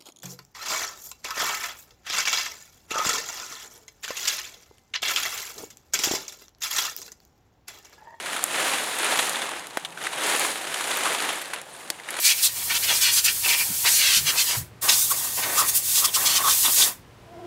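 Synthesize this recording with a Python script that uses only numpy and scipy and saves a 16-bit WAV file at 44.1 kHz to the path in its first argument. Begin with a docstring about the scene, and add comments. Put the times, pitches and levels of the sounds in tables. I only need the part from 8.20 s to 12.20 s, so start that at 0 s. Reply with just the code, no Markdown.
"""A plastic tarp is pulled and shaken near the microphone in a wet forest, rain soft in the trees.
A drop taps the camera, then the sheet rubs and buckles in two swells, single folds snapping as they give.
Around 1.5 s the tarp rests and a drop thuds on the camera's shell. Two more swells follow from 2 s.
They die away after 3.2 s, the rubbing sheet squeaks once, another drop lands hard,
and the tarp stirs again at the very end."""
import sys
import numpy as np
from scipy import signal
from scipy.fft import rfft, irfft, next_fast_len
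from scipy.io import wavfile
from scipy.ndimage import map_coordinates

SR = 44100
rng = np.random.default_rng(int(sys.argv[2]) if len(sys.argv) > 2 else 0)


def store_pcm(level_fs):
    """Save levels as 16-bit WAV."""
    pcm = np.round(np.clip(level_fs, -1, 1) * 32767).astype(np.int16)
    wavfile.write(sys.argv[1], SR, np.atleast_2d(pcm).T)


N = 176400

# Rain far off in the trees. Each row: frequency in Hz, relative level in dB.
RAIN_SPECTRUM = [(25, -26), (55, -20), (80, -8.5), (110, -12.5), (165, 1), (200, -6.5), (400, -3.5),
                 (850, 2), (1500, -10.5), (3000, -38), (5500, -43), (9500, -37), (16500, -39)]
# Drops on and beside the camera. Each row: start in seconds, then click, thud, ping and splash in dB.
CLOSE_DROPS = [(0.2401, -6, -26, -4.5, -34), (0.7875, -34, -50, -15.5, -47), (1.0949, -20, -45, -12, -25),
               (1.4701, -27, -55, -26, -35.5), (1.5721, -9, -11.5, -44, -21.5),
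               (2.1964, -20, -47, -9.5, -40), (2.7711, -15, -47, -24, -38), (2.9337, -16, -45, -17, -43),
               (3.4157, -30, -55, -25, -42), (3.7018, -4.5, -22.5, -14, -16), (3.906, -31, -52, -18, -32)]
# The shell's low thud and high ping. Each row: frequency in Hz, level in dB, 60 dB decay in seconds.
THUD_MODES = [(280, -12, 0.011), (608, -1, 0.016), (760, 5.5, 0.0055), (1520, -5.5, 0.017),
              (1890, -3, 0.0091)]
PING_MODES = [(7100, -2, .004), (9200, -4, .005), (9620, -4.5, 0.01), (11900, 2, 0.001)]
# A close drop's impact and its splash. Each row: frequency in Hz, relative level in dB.
CLICK_SPECTRUM = [(60, -22), (300, 17), (2000, 15), (5000, 3), (10000, 7), (14000, -13), (16500, -26)]
SPLASH_SPECTRUM = [(60, -30), (300, 6), (2000, 1.5), (4500, 4.5), (6000, -0.5), (10000, -1), (13000, -7),
                   (16000, -27)]
# How hard the tarp moves. Each row: time in seconds, rustle level in dB, hiss level in dB.
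TARP_MOTION = [(0.0, -32.5, -43), (0.04, -36, -44), (0.09, -31.5, -39), (0.29, -32, -36.5),
               (0.35, -25, -33), (0.48, -25, -31.0), (0.6, -27.5, -33.3), (0.67, -30.5, -34),
               (0.77, -29.5, -35.3), (0.86, -24.5, -33), (0.99, -26, -30.1), (1.08, -31, -33),
               (1.22, -29.5, -40), (1.37, -34.5, -45), (1.49, -44, -51.4), (1.55, -41, -50.5),
               (1.75, -50, -52.7), (1.848, -29.5, -40), (1.91, -37.5, -43), (1.97, -32, -41),
               (2.05, -24.5, -29.5), (2.15, -23.5, -28.5), (2.27, -27.5, -29.5), (2.35, -32, -35.5),
               (2.45, -33, -40.5), (2.55, -30.5, -36), (2.63, -32.5, -36.3), (2.74, -27.5, -32),
               (2.87, -25.5, -32.6), (2.98, -28.5, -36.5), (3.12, -28, -36.5), (3.25, -38.5, -43.5),
               (3.38, -37.5, -50), (3.45, -46, -52.5), (3.62, -44.5, -46.3), (3.83, -46.5, -53),
               (3.91, -35.5, -47), (4.0, -31.8, -36)]
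# The sounds of the plastic, heard close. Each row: frequency in Hz, relative level in dB.
CRINKLE_SPECTRUM = [(500, -34), (3000, -6), (6000, -12), (9600, 5), (12000, -2), (14500, -12), (16000, -13)]
RUSTLE_SPECTRUM = [(30, -49), (80, -30), (150, -17.5), (300, -4), (700, 1), (1100, -0.5), (1800, 1),
                   (2500, -2), (3600, -3.5), (4400, -12), (6000, -13.5), (10000, -12), (16000, -66)]
HISS_SPECTRUM = [(1500, -54), (4000, 3), (5500, -6.5), (6800, 1), (8500, -1.5), (9650, 2.5), (10600, -3.5),
                 (12000, -7), (14500, -12), (16500, -30)]
CRACKLE_SPECTRUM = [(60, -52), (300, -19), (900, 0.5), (2000, 0), (3500, 0.5), (5200, -10.5), (7000, -7),
                    (9700, -5), (12000, -14.5), (16000, -45)]
# Folds that snap, and one thin high squeak of the sheet rubbing at 3.52 s. Each row: start in seconds,
# level in dB, rise in seconds, 60 dB decay in seconds, resonant pitch in Hz, its lift in dB.
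FOLDS_AND_SQUEAK = [(0.057, -25.5, 0.0027, 0.059, 1640, 7), (.131, -21, 0.00059, 0.025, 1700, 12),
                    (.1635, -25, 0.0005, 0.067, 1340, 6), (.58, -25.5, .004, 0.073, 2000, 4),
                    (0.785, -28, .002, 0.068, 3000, -1), (.844, -24, 0.0011, 0.048, 8800, 11),
                    (0.9872, -15.5, 0.0045, 0.033, 3800, 7), (.992, -18.5, 0.0012, 0.1, 600, 13),
                    (1.157, -21.5, .001, 0.019, 3670, 10), (1.218, -22.5, 0.00091, .025, 2000, 1),
                    (1.291, -26, 0.0015, 0.015, 3500, -10), (1.313, -30, 0.0034, 0.022, 990, 11),
                    (1.4434, -33, 0.00036, 0.012, 1770, 10), (1.6495, -25, 0.00012, 0.047, 3400, 5.5),
                    (1.721, -37, 0.0036, 0.043, 2390, 10), (1.773, -32.5, .001, 0.11, 1330, 17),
                    (1.852, -28, .002, 0.063, 2400, 10), (1.866, -19, 0.0037, .03, 1880, 11),
                    (1.928, -27, 0.0037, 0.083, 880, 12), (2.248, -17.5, .001, 0.029, 1120, 11),
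                    (2.541, -22, 0.0013, .04, 7060, 4.5), (2.607, -25, 0.0027, 0.032, 1800, -11),
                    (2.706, -24, 0.0021, 0.13, 2000, 2), (2.844, -21.5, 0.013, 0.14, 1160, 11.5),
                    (2.77, -25, .001, .014, 13500, 26), (2.945, -29, .001, .012, 13500, 24),
                    (3.021, -25, 0.0024, 0.042, 2500, -15), (3.089, -22, 0.0038, 0.027, 1800, -10),
                    (3.13, -32, .001, .04, 13000, 17), (3.187, -35, .001, .015, 12000, 20),
                    (3.215, -27, 0.00071, 0.048, 12500, 13), (3.333, -23.5, 0.0023, 0.051, 2350, 2.5),
                    (3.341, -34, 0.0017, 0.036, 12000, 14), (3.369, -41, 0.0043, 0.045, 1300, 20),
                    (3.519, -43, 0.021, .06, 9400, 24), (3.602, -38, 0.0026, 0.033, 2000, 19),
                    (3.676, -39, 0.00077, 0.029, 4000, 7), (3.798, -33, 0.0014, 0.027, 1910, 11),
                    (3.887, -25, 0.001, 0.041, 1960, 10), (3.906, -32, .001, 0.051, 11100, 26),
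                    (3.966, -25.5, 0.0016, 0.033, 3000, -10), (3.987, -24.5, .003, 0.029, 2000, 2)]


def amp(db):
    """Decibels to gain."""
    return 10 ** (np.asarray(db) / 20)


def unit(x):
    """Scale to rms 1."""
    return x / np.sqrt(np.mean(x ** 2) + 1e-20)


def colour(points, peak_hz=1000, peak_db=0, width_oct=0.23, size=2048):
    """Minimum-phase impulse response of energy 1 for a spectrum, with an optional resonance."""
    point_hz, point_db = np.transpose(points)
    hz = np.fft.rfftfreq(size, 1 / SR) + 1
    db = np.interp(np.log(hz), np.log(point_hz), point_db)
    db += peak_db * np.exp(-.5 * (np.log2(hz / peak_hz) / width_oct) ** 2)
    cepstrum = irfft(np.log(amp(db)))
    cepstrum[1:size // 2] *= 2
    cepstrum[size // 2 + 1:] = 0
    response = irfft(np.exp(rfft(cepstrum)))
    return response / np.linalg.norm(response)


def through(x, response):
    """Convolve and keep the length."""
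    return signal.fftconvolve(x, response)[:len(x)]


def add(track, start, sound):
    """Mix a sound into a track at a start in seconds."""
    part = track[int(start * SR):][:len(sound)]
    part += sound[:len(part)]


def wobble(per_s):
    """A smooth random curve with per_s knots a second."""
    return map_coordinates(rng.standard_normal(4096), [np.arange(N) * per_s / SR], mode="wrap")


def impulses(per_s, spread_db, n=N):
    """Randomly timed impulses of scattered size and either sign, rms 1."""
    size = amp(spread_db * np.clip(rng.standard_normal(n), -2, 2)) * rng.choice([-1, 1], n)
    return unit(size * (rng.random(n) < per_s / SR))


def burst(t, rise, t60):
    """Straight rise, then exponential decay."""
    return np.minimum(t / rise, 1) * amp(-60 * np.maximum(t - rise, 0) / t60)


def ring(modes, t):
    """Damped modes struck together, alternating in sign."""
    return sum(amp(db - 60 * t / t60) * np.cos(2 * np.pi * hz * t) * (-1) ** k
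               for k, (hz, db, t60) in enumerate(modes))


def distant_rain(level_db=-48):
    """Countless drops on far leaves reach the microphone as a soft wash."""
    gain = amp(level_db + 0.24 * wobble(12))
    return gain * through(impulses(per_s=4000, spread_db=1), colour(RAIN_SPECTRUM))


def trunk_scatter(near, level_db=-22.5):
    """The trunks around the microphone return a faint, short scatter of the near sounds."""
    t = np.arange(SR // 2) / SR
    tail = rng.standard_normal(len(t)) * burst(t, rise=0.0047, t60=0.086)
    return amp(level_db) * through(near, tail / np.linalg.norm(tail))


def close_drops(click_t60=0.001, low_cut_hz=196):
    """Right at the microphone, each drop clicks, rings the camera's shell and splashes."""
    out, t = np.zeros(N), np.arange(SR // 16) / SR
    for start, click_db, thud_db, ping_db, splash_db in CLOSE_DROPS:
        impact = rng.choice([-1, 1], len(t)) * amp(-60 * t / click_t60)
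        click = amp(click_db) * through(impact / np.linalg.norm(impact), colour(CLICK_SPECTRUM))
        shell = amp(thud_db) * ring(THUD_MODES, t) + amp(ping_db) * ring(PING_MODES, t)
        spray = rng.standard_normal(len(t)) * burst(t, rise=0.00027, t60=0.021)
        splash = amp(splash_db) * through(spray, colour(SPLASH_SPECTRUM))
        add(out, start, click + shell + splash)
    # The small shell gives no bass.
    return signal.sosfilt(signal.butter(2, low_cut_hz, "highpass", fs=SR, output="sos"), out)


def tarp_motion():
    """The rustle and hiss levels of the moving tarp at every sample, in dB."""
    times, *levels = np.transpose(TARP_MOTION)
    return [np.interp(np.arange(N) / SR, times, db) for db in levels]


def coating_crinkles(t60=0.005):
    """The tarp's coating crinkles in sparse, bright ticks that follow the hiss of the sheet."""
    _, hiss_db = tarp_motion()
    t = np.arange(SR // 100) / SR
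    power = through(impulses(per_s=140, spread_db=3.5) ** 2, amp(-60 * t / t60) ** 2)
    ticks = np.sqrt(np.abs(power)) * rng.standard_normal(N)
    return unit(through(ticks, colour(CRINKLE_SPECTRUM))) * amp(hiss_db - 10)


def folds_and_squeak(snap_db=10.5, ring_cycles=2.7, sudden_s=0.00052):
    """Folds give with a snap and an avalanche of buckles that ring the panel; one slow rub squeaks."""
    out, t = np.zeros(N), np.arange(SR // 8) / SR
    for start, db, rise, t60, hz, lift_db in FOLDS_AND_SQUEAK:
        drive = impulses(per_s=8000, spread_db=2.5, n=len(t)) * burst(t, rise, t60)
        panel = through(drive, colour(CRACKLE_SPECTRUM, hz, lift_db))
        snap_gain = amp(snap_db) * np.exp(-rise / sudden_s)  # the snap fades for slow rises
        snap = snap_gain * np.exp(-hz * t / ring_cycles) * np.cos(2 * np.pi * hz * t)
        add(out, start, amp(db) * (snap + panel))
    return out


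def tarp_sheet(creases_per_s=130, crease_t60=0.014):
    """Near the microphone, dense tiny buckles rustle and hiss; larger creases crackle among them."""
    rustle_db, hiss_db = tarp_motion()
    flutter_db = .8 * wobble(45)
    rustle = through(impulses(per_s=7000, spread_db=3.5), colour(RUSTLE_SPECTRUM))
    rustle *= amp(rustle_db - 1 + flutter_db + 1.14 * wobble(160))
    hiss = through(impulses(per_s=22000, spread_db=3.5), colour(HISS_SPECTRUM))
    hiss *= amp(hiss_db - 1.5 + flutter_db + 1.5 * wobble(260))
    crackle, t = np.zeros(N), np.arange(SR // 20) / SR
    pitches_hz = np.geomspace(800, 10000, 12)
    for hz in pitches_hz:
        crack = rng.standard_normal(len(t)) * amp(-60 * t / crease_t60)
        crack[0] += 4  # sharp leading edge
        crease = through(crack, colour(CRACKLE_SPECTRUM, hz, peak_db=10))
        onsets = impulses(creases_per_s / len(pitches_hz), spread_db=6)
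        crackle += through(onsets, crease / np.linalg.norm(crease))
    return rustle + hiss + unit(crackle) * amp(rustle_db - 9.5)


def scene():
    """One microphone among the trees: tarp and drops close up, rain in the distance."""
    near = tarp_sheet() + coating_crinkles() + folds_and_squeak() + close_drops()
    return (near + trunk_scatter(near) + distant_rain())[None]


def record(dry, top_hz=16000):
    """The camera keeps nothing above its band limit."""
    size = next_fast_len(N + SR // 2)
    passband = np.fft.rfftfreq(size, 1 / SR) < top_hz
    return irfft(rfft(dry, size) * passband, size)[..., :N]


dry = scene()
out = record(dry)
store_pcm(out)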